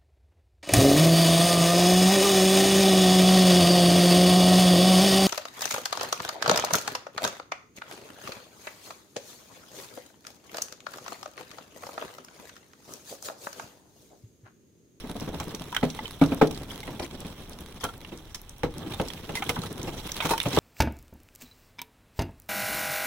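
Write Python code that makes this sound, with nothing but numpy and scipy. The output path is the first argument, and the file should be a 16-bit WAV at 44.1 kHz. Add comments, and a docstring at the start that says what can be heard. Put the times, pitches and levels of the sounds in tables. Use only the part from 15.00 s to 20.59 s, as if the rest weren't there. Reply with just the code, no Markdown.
"""Outdoors, microphone close in at a pickup's tailgate: a cargo unloader drags split firewood along the bed.
As the pull begins the sheet sticks and slips, and the load judders. The heap then creeps on, rumbling,
while bark scrapes and splinters, logs clack together and drop on the bed with hollow thuds.
Around 3.5 s the dragging eases, then picks up again; at the end the front of the heap tumbles
over the edge. Behind it all lies the low murmur of the open air."""
import sys
import numpy as np
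from scipy import signal
from scipy.fft import rfft, irfft, next_fast_len
from scipy.io import wavfile
from scipy.ndimage import uniform_filter1d, map_coordinates

SR = 44100
rng = np.random.default_rng(int(sys.argv[2]) if len(sys.argv) > 2 else 0)


def transcribe(signal):
    """Save signal, clipped to [-1, 1], as a 16-bit WAV file at the path in sys.argv[1]."""
    frames = np.atleast_2d(signal).T
    limited = np.clip(frames, -1, 1)
    pcm = np.round(limited * 32767).astype(np.int16)
    wavfile.write(sys.argv[1], SR, pcm)


N = 246519
BLOW_TIME_S = np.arange(SR // 3) / SR  # time within one blow

# Levels in the tables are relative: each layer adds its own gain.
# the moving load: time_s, scrape_db, rumble_db
LOAD_LEVELS = [(0.0, -48, -46.5), (0.3, -50.5, -42.5), (1.15, -48, -45), (1.25, -44.5, -40),
               (1.4, -48.5, -37), (1.57, -49.5, -43), (3.22, -55.5, -50), (3.5, -59, -60.5),
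               (3.66, -58.5, -58), (3.83, -49.5, -37), (4.03, -46, -44), (4.33, -49.5, -43.5),
               (4.53, -44.5, -39), (4.78, -49.5, -37.5), (4.95, -45, -40.5), (5.23, -42.5, -45.5),
               (5.43, -43, -47), (5.59, -33, -27.5)]
# logs dropping on the bed: start_s, panel_hz, boom_db, knock_db, crush_s
LOG_DROPS = [(0.828, 244.5, -20, -26, 0.0073), (1.213, 274.5, -12, -22.5, 0.015),
             (1.318, 271, -25, -32.5, 0.013), (1.413, 439, -15, -15, 0.011),
             (1.876, 497, -37.5, -40.5, 0.0017), (1.995, 338, -46, -35.5, .003),
             (2.025, 354, -36, -50, 0.012), (2.247, 184, -37, -50, 0.0065), (2.835, 417, -40, -35, 0.0027),
             (3.119, 328, -38, -52, 0.011), (3.633, 489, -27, -26.5, .001),
             (3.862, 313, -34.5, -48.5, 0.012), (3.998, 185, -27, -28, 0.0027),
             (4.292, 308, -39, -38, .004), (4.493, 480, -45.5, -33, .006), (4.584, 136, -31.5, -65, 0.0089),
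             (4.874, 173, -37, -40.5, 0.012), (5.246, 396, -30, -34, 0.0098), (5.306, 322, -43, -28, .007),
             (5.455, 134, -26, -29, .008), (5.571, 426, -23, -19.5, 0.0024)]
# log against log: start_s, low_hz, low_db, high_hz, high_db, splinter_db, crush_s, low_t60_s
LOG_CLACKS = [(0.399, 950, -40.5, 2190, -42.5, -43, 0.0061, 0.017),
              (0.726, 960, -39, 3070, -46.5, -54, .0012, .06),
              (0.746, 1670, -41.5, 1900, -36, -43, 0.0035, 0.035),
              (0.7645, 1495, -32.5, 3140, -25.5, -39.5, 0.0032, 0.042),
              (0.99, 870, -38.5, 2030, -39, -70, 0.0022, 0.056),
              (1.055, 1350, -61.5, 3055, -36, -59, 0.0028, 0.084),
              (1.83, 850, -53, 2110, -42.5, -55, 0.0059, 0.056),
              (2.838, 1354, -36, 3490, -41.5, -39.5, 0.0066, 0.022),
              (2.849, 1364, -37.5, 3210, -39, -50, 0.0039, 0.082),
              (2.888, 1364, -43.5, 3260, -49, -54, 0.0078, 0.071),
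              (3.048, 1014, -59, 2800, -43.5, -78, 0.002, 0.044),
              (3.345, 1014, -57, 5180, -39.5, -41, 0.006, 0.079),
              (3.936, 804, -49, 3630, -40.5, -50, 0.0034, 0.097),
              (4.102, 960, -51.5, 3360, -40, -52, 0.0016, 0.042),
              (4.353, 980, -45.5, 2130, -34, -36.5, 0.0067, 0.02),
              (4.369, 976, -48, 2065, -32, -43, 0.01, .085),
              (4.422, 813, -35, 2190, -33.5, -48, 0.0047, 0.018),
              (4.492, 977, -35, 2120, -27.5, -32, 0.0053, 0.039),
              (4.563, 917, -37, 1800, -58, -59.5, .003, 0.028),
              (4.635, 1280, -43, 2880, -46.5, -47, 0.0023, 0.041),
              (5.203, 660, -36, 2455, -29, -46, 0.006, 0.02),
              (5.222, 920, -38, 2190, -35, -39.5, 0.022, 0.055),
              (5.251, 950, -34, 3090, -35.5, -37, 0.0071, 0.022),
              (5.291, 874, -36, 2600, -37, -35.5, .008, 0.031),
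              (5.307, 930, -27.5, 2620, -38, -31, 0.011, 0.085),
              (5.335, 897, -27.5, 2550, -38, -42, 0.0032, 0.067),
              (5.378, 960, -47.5, 3040, -36.5, -38.5, 0.0027, 0.063),
              (5.4016, 940, -58.5, 3610, -28.5, -38, 0.00065, 0.033),
              (5.413, 960, -51, 2860, -33, -57, .0008, .05)]
# the sharpest splinters breaking: start_s, level_db, pitch_hz
SHARP_SPLINTERS = [(0.2076, -26.5, 5570), (0.548, -20, 5600), (0.901, -22, 3800), (1.3463, -24.5, 13100),
                   (1.472, -24.5, 4470), (1.546, -26.5, 4460), (1.997, -25, 4500), (2.204, -28.5, 8000),
                   (2.496, -29.5, 12300), (2.607, -33, 11900), (2.840, -16.5, 10200),
                   (2.9794, -33.5, 14100), (3.4161, -32.5, 12100), (3.494, -27.5, 8100),
                   (3.7818, -28, 9000), (4.084, -22, 4970), (4.618, -25, 4050), (4.83, -23.5, 6900),
                   (5.118, -16, 5930), (5.531, -19, 3870)]
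# a log slipping over bark: start_s, length_s, level_db
BARK_SLIPS = [(1.69, 0.058, -46), (2.011, 0.052, -43.5), (2.8, 0.034, -44), (4.851, 0.029, -53.5),
              (5.077, 0.025, -53.5)]
# modes of the bed panels: pitch_hz, level_db, t60_s
BED_MODES = [(68.5, -18, 0.29), (154, 0.5, 0.19), (262, -7, 0.65), (290.8, 6.5, 0.11), (429, -4, 0.13),
             (527.5, 1.5, 0.13), (716, -21, 0.14), (913, -4, 0.051)]
# spectra of the sources: frequency_hz, level_db
RUMBLE_SPECTRUM = [(30, -24), (70, 3), (170, 1), (300, -1), (420, -3), (640, -10), (820, -11),
                   (1100, -15.5), (1700, -20), (4000, -81)]  # the heap creeping on the bed
SCRAPE_SPECTRUM = [(300, -24), (900, 3), (1600, -3), (2300, 0), (3300, 4.5), (4800, -11), (8000, -16)]  # wood rubbing
BARK_SPECTRUM = [(2000, -4.5), (4500, -0.5), (5700, 0.5), (8000, -5.5), (9800, -3), (12000, -8),
                 (15500, -7)]  # bark crackling
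FLAKE_SPECTRUM = [(2000, -32), (6000, -3), (10000, -11), (15500, -1)]  # the finest ticks of bark
SLAP_SPECTRUM = [(300, 8.5), (650, 0.5), (900, 5.5), (1300, -4.5), (2000, -9), (4000, -14), (9000, -29)]  # a log slapping the bed
AIR_SPECTRUM = [(15, -6), (25, -15), (33, 8), (44, -11), (70, -5.5), (130, -14.5), (300, -23), (650, -28),
                (830, -23.5), (1400, -31.5), (4000, -47), (15000, -45.5)]  # the open air
# decay of the reflections from bed walls and trees: frequency_hz, t60_s
YARD_DECAY = [(100, 0.48), (400, 0.27), (2000, 0.075), (12000, 0.34)]
# likeness of left and right at the microphone: frequency_hz, correlation
MIC_CORRELATION = [(30, 0.95), (100, 1), (300, 0.9), (900, 0.77), (1600, 0.8), (2800, -0.07), (5000, 0.031),
                   (15000, -0.083)]
# colour of the microphone's two sides: frequency_hz, left_minus_right_db
MIC_BALANCE = [(300, 0.1), (1100, 1.5), (2100, -3.5), (3200, -9), (4600, -2.5), (6000, -1.5), (8000, -1.5),
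               (11500, 2), (14500, -5)]

USUAL_KNOCK_DB = -30  # a landing's slap and clack are scaled from this knock
SPLINTER_HZ = 6730  # centre pitch of the lesser splinters


def drag(rumble_gain_db=0.5, scrape_gain_db=-1.5, bark_gain_db=-3):
    """The heap creeps on the sheet: a lumpy rumble, scraping wood and crackling bark."""
    times, *levels = np.transpose(LOAD_LEVELS)
    scrape_db, rumble_db = [np.interp(np.arange(N) / SR, times, level) for level in levels]
    slip = wobble(45)  # sticking and slipping shakes both rumble and rubbing
    lumps = rng.standard_normal((2, N)) * amp(2.8 * slip + 1.7 * wobble(70))
    rumble = stereo(lumps, RUMBLE_SPECTRUM)
    # each fracture rattles for a few milliseconds among the logs
    rattle = rng.standard_normal((2, len(BLOW_TIME_S))) * decay(0.015)
    snaps = unit(signal.fftconvolve(grit(N, 200, spread_db=5.5), rattle, axes=1)[:, :N])
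    rub = lambda: unit(grit(N, 6000, spread_db=0.5) * amp(2.84 * slip + 1.4 * wobble(130)))
    flakes = stereo(grit(N, 500, spread_db=4.5), FLAKE_SPECTRUM)
    scrape = stereo(patchy(rub() + 0.59 * snaps, depth_db=2.5), SCRAPE_SPECTRUM)
    bark = stereo(patchy(rub() + 0.73 * snaps, depth_db=3, size=7), BARK_SPECTRUM) + 0.38 * flakes
    friction = amp(scrape_gain_db) * scrape + amp(bark_gain_db) * bark
    return amp(rumble_db + rumble_gain_db) * rumble + amp(scrape_db) * friction


def judder(count=10, period_s=0.056, slowing_s=0.00083, peak_s=0.26, fade_db_per_s=26):
    """The sheet sticks and slips: jolts that slow, swell and fade, as rows for bed_blows."""
    jolt = np.arange(count)
    start_s = 0.037 + period_s * jolt + slowing_s * jolt ** 2
    boom_db = -32.5 - fade_db_per_s * np.abs(start_s - peak_s)
    panel_hz = 191 * np.exp(0.17 * rng.standard_normal(count))
    return list(zip(start_s, panel_hz, boom_db, boom_db - 7.5))


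def stirrings(levels_db, count, crowding=0.9, spread_db=2, spread_octaves=0.296):
    """Small shifts, denser and stronger where the heap moves more: start_s, level_db, pitch_ratio."""
    draws = rng.random((count, 3))
    t = np.arange(N) / SR
    level_db = np.interp(t, np.transpose(LOAD_LEVELS)[0], levels_db)
    travel = np.cumsum(amp(crowding * level_db))
    start_s = np.interp((np.arange(count) + draws[:, 0]) / count, travel / travel[-1], t)
    size, pitch = np.sqrt(3) * (2 * draws[:, 1:].T - 1)  # unit variance
    return zip(start_s, np.interp(start_s, t, level_db) + spread_db * size, 2 ** (spread_octaves * pitch))


def bed_blows(bump_hz=200):
    """Drops, judder and small bumps strike the bed: start_s, panel_hz, boom_db, knock_db."""
    rumble_db = np.transpose(LOAD_LEVELS)[2]
    bumps = [(s, bump_hz * pitch, db + 1, db - 8) for s, db, pitch in stirrings(rumble_db, count=7)]
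    return [row[:-1] for row in LOG_DROPS] + judder() + bumps


def thuds(settle_s=0.0083, hardness=0.2, slap_growth=0.61):
    """A heavy log settles over several milliseconds; the loaded bed booms and rings briefly."""
    out = np.zeros((2, N))
    push = BLOW_TIME_S / settle_s * np.exp(1 - BLOW_TIME_S / settle_s)
    shake = push + amp(-20) * decay(0.32) * rise(settle_s)
    for start_s, panel_hz, boom_db, knock_db in bed_blows():
        panel = blow(mode(panel_hz, t60_s=0.26, rise_s=0.0015) * shake)
        modes = sum(amp(db + rng.normal(0, 2)) * mode(hz, t60, settle_s) for hz, db, t60 in BED_MODES)
        ring = amp(-4.5) * blow(modes)
        # harder landings drive the bed panels more strongly than the dull heap around them
        bed = burst(band(138, 685), shake) + amp(hardness * (boom_db + 21.5)) * (ring + panel)
        boom = amp(boom_db - 2) * within(bed, 85, 308)
        knock = amp(knock_db - 2) * within(bed, 414, 870)
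        slap_db = -32.5 + slap_growth * (knock_db - USUAL_KNOCK_DB)
        slap = amp(slap_db) * burst(SLAP_SPECTRUM, decay(0.12) * rise(0.0033))
        add(out, start_s, boom + knock + slap)
    return out


def log_blows(low_hz=816.6, landing_hz=2625, tap_hz=2960, tap_crush_s=0.0032, t60_s=0.037):
    """A log rings from hard clacks, its own landing and light taps in the heap: rows as in LOG_CLACKS."""
    rows = list(LOG_CLACKS)
    for s, _, _, knock_db, crush_s in LOG_DROPS:
        force_db = knock_db - USUAL_KNOCK_DB
        bright_db = 0.47 * force_db  # the bright parts grow more slowly than the knock
        high_hz = landing_hz * np.exp(0.143 * rng.standard_normal())
        rows.append((s, low_hz, force_db - 38.5, high_hz, bright_db - 39, bright_db - 51.5, crush_s, t60_s))
    scrape_db = np.transpose(LOAD_LEVELS)[1]
    for s, db, pitch in stirrings(scrape_db, count=8):
        rows.append((s, low_hz * pitch, db - 5.5, tap_hz * pitch, db + 0.5, db - 4, tap_crush_s, t60_s))
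    return rows


def clacks(low_tone_db=2, high_tone_db=-1, body_t60_s=0.074):
    """Two logs meet: fibres crush for an instant, and the wood rings in short bending modes."""
    out = np.zeros((2, N))
    for start_s, low_hz, low_db, high_hz, high_db, splinter_db, crush_s, t60_s in log_blows():
        contact = np.sqrt(BLOW_TIME_S / crush_s) * np.exp(-BLOW_TIME_S / crush_s)
        body = contact + 0.4 * decay(body_t60_s) * rise(crush_s)
        low = burst(wood_colour(band(760, 1360), depth_db=3), body)
        # longer rings stand out more
        low += amp(low_tone_db) * t60_s / 0.052 * mode(low_hz, t60_s, crush_s / 2)
        high = burst(wood_colour(band(1980, 3300), depth_db=3), contact + 0.52 * body)
        high += amp(high_tone_db) * t60_s / 0.037 * mode(high_hz, t60_s * 0.51, crush_s / 2)
        wood = amp(low_db + 1.33) * blow(low) + amp(high_db - 3.5) * blow(high)
        fibres = grit(len(BLOW_TIME_S), 7000, spread_db=4)
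        crunch = blow(stereo(fibres, wood_colour(BARK_SPECTRUM, depth_db=2.5)) * (contact + 0.17 * body))
        add(out, start_s, wood + amp(splinter_db + 0.66) * crunch)
    return out


def splinters(focus_db_per_octave=9):
    """A sliver breaks with a bright crack, strongest around its own pitch, and a tiny ring."""
    out = np.zeros((2, N))
    scrape_db = np.transpose(LOAD_LEVELS)[1]
    lesser = [(s, db + 19.5, SPLINTER_HZ * pitch ** 2) for s, db, pitch in stirrings(scrape_db, count=12)]
    for start_s, level_db, pitch_hz in SHARP_SPLINTERS + lesser:
        colour = [(hz, db - focus_db_per_octave * abs(np.log2(hz / pitch_hz)))
                  for hz, db in wood_colour(BARK_SPECTRUM, depth_db=3.5)]
        crack = burst(colour, decay(0.018 * (SPLINTER_HZ / pitch_hz) ** 1.5))  # finer slivers snap faster
        ring = amp(-9) * mode(pitch_hz, t60_s=0.01, rise_s=0.00067)
        add(out, start_s, amp(level_db - 21) * blow(crack + ring))
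    return out


def slips(bark_db=-1):
    """A short slide tears through a dense run of fibres."""
    out = np.zeros((2, N))
    for start_s, length_s, level_db in BARK_SLIPS:
        stroke = np.sqrt(np.abs(np.sin(np.pi * np.minimum(BLOW_TIME_S / length_s, 1))))
        fibres = patchy(grit(len(BLOW_TIME_S), 3500, spread_db=1), depth_db=6.5)
        tearing = stereo(fibres, SCRAPE_SPECTRUM) + amp(bark_db) * stereo(fibres[::-1], BARK_SPECTRUM)
        add(out, start_s, amp(level_db) * stroke * tearing)
    return out


def yard(x):
    """The bed walls and the trees send a short answer back to the microphone."""
    hz, t, noise = signal.stft(rng.standard_normal((2, SR // 2)), SR, nperseg=256)
    tail = signal.istft(noise * amp(-60 * t / along(YARD_DECAY, hz)[:, None]), SR, nperseg=256)[1]
    tail = stereo(tail, [(100, 4.5), (15000, -2)])
    tail = np.pad(tail, ((0, 0), (SR // 100, 0)))  # arrives 10 ms late
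    return signal.fftconvolve(x, tail / np.linalg.norm(tail[0]), axes=1)[:, :N]


def open_air():
    """The steady low murmur of the outdoors around the pickup."""
    return stereo(rng.standard_normal((2, N)), AIR_SPECTRUM)


def grit(samples, rate_hz, spread_db):
    """Two random trains of tiny fractures, most weak, a few strong."""
    chance = rng.random((2, samples))
    size = np.minimum(rng.exponential(size=samples), 3.3)
    return (chance[0] < rate_hz / SR) * amp(spread_db * size) * rng.uniform(-1.05, 1, (2, samples))


def patchy(pair, depth_db, size=4):
    """The points of contact keep changing, so the colour of the rubbing flickers."""
    cells = signal.stft(pair, nperseg=256)[2]
    flicker = uniform_filter1d(rng.standard_normal(cells.shape[1:]), size, axis=0)
    flicker = unit(uniform_filter1d(flicker, size, axis=1))
    return unit(signal.istft(cells * amp(depth_db * flicker), nperseg=256)[1][:, :pair.shape[1]])


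def wood_colour(spectrum, depth_db):
    """Every piece of wood adds its own peaks and dips to a spectrum."""
    hz = np.geomspace(200, 16000, 36)
    return np.column_stack([hz, along(spectrum, hz) + depth_db * rng.standard_normal(len(hz))])


def burst(spectrum, envelope):
    """Many close, heavily damped modes struck together, as shaped noise."""
    return blow(stereo(rng.standard_normal((2, len(BLOW_TIME_S))), spectrum) * envelope)


def mode(hz, t60_s, rise_s):
    """One fading mode; higher ones reach left and right further out of phase."""
    apart = stereo_angle(hz) * rng.choice([-1, 1])
    phase = rng.uniform(0, 2 * np.pi) + np.array([[apart], [-apart]])
    return blow(np.sin(2 * np.pi * hz * BLOW_TIME_S + phase) * decay(t60_s) * rise(rise_s))


def stereo_angle(hz):
    """The mid-side angle in radians that gives the microphone's left-right correlation."""
    return np.arccos(np.clip(along(MIC_CORRELATION, hz), -1, 1)) / 2


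def stereo(pair, spectrum):
    """Colour two signals and mix them: the bass is shared, the treble differs from side to side."""
    shares = lambda hz: [np.cos(stereo_angle(hz)), np.sin(stereo_angle(hz))]
    mid, side = filtered(pair, lambda hz: amp(along(spectrum, hz)) * shares(hz))
    return unit(np.array([mid + side, mid - side]))


def band(low_hz, high_hz):
    """A flat band with steep skirts, as spectrum points."""
    return [(low_hz / 4, -90), (low_hz / 2, -38), (low_hz, 0),
            (high_hz, 0), (high_hz * 2, -38), (high_hz * 4, -90)]


def within(x, low_hz, high_hz):
    """The part of a blow inside a band, scaled as a whole blow."""
    return blow(filtered(x, lambda hz: amp(along(band(low_hz, high_hz), hz))))


def filtered(x, response):
    """Filter x by a response, given as a function of frequency."""
    length = x.shape[-1]
    padded = next_fast_len(length + 4096)
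    return irfft(rfft(x, padded) * response(np.fft.rfftfreq(padded, 1 / SR)), padded)[..., :length]


def along(points, hz):
    """Interpolate (frequency_hz, value) points on a log axis."""
    frequencies, values = np.transpose(points)
    return np.interp(np.log(hz + 1), np.log(frequencies + 1), values)


def wobble(rate_hz):
    """A smooth random curve, rate_hz knots a second."""
    knots = rng.standard_normal(int(N * rate_hz / SR) + 4)
    return map_coordinates(knots, [np.arange(N) * rate_hz / SR])


def decay(t60_s):
    """A blow's fade, 60 dB in t60_s."""
    return amp(-60 * BLOW_TIME_S / t60_s)


def rise(rise_s):
    """A blow's onset, climbing towards 1."""
    return 1 - np.exp(-BLOW_TIME_S / rise_s)


def blow(x):
    """Scale a blow to the energy of 30 ms at rms 1."""
    return unit(x) * np.sqrt(0.03 / BLOW_TIME_S[-1])


def unit(x):
    """Scale to rms 1."""
    return x / np.sqrt(np.mean(x ** 2) + 1e-20)


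def amp(db):
    """Decibels to gain."""
    return 10 ** (np.asarray(db) / 20)


def add(track, start_s, x):
    """Mix x into the track at start_s."""
    start = max(round(start_s * SR), 0)
    part = track[:, start:start + x.shape[1]]
    part += x[:, :part.shape[1]]


def scene():
    """At the tailgate: close blows and dragging, weak reflections, and the open air behind."""
    blows = thuds() + clacks() + splinters() + slips()
    air = amp(-49) * open_air()
    return blows + amp(-14.5) * yard(blows) + drag() + air


def record(dry, ripple=0.37, spacing_hz=1930, top_hz=15950):
    """The camera's microphone: its housing ripples the treble, each side is coloured, the top is cut."""
    treble = lambda hz: hz ** 2 / (hz ** 2 + 3000 ** 2)
    housing = lambda hz: 1 + ripple * treble(hz) * np.exp(-2j * np.pi * hz / spacing_hz)
    sides = lambda hz: amp(np.outer([0.5, -0.5], along(MIC_BALANCE, hz)))
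    return filtered(dry, lambda hz: housing(hz) * sides(hz) * (hz < top_hz))


dry = scene()
out = record(dry)
transcribe(out)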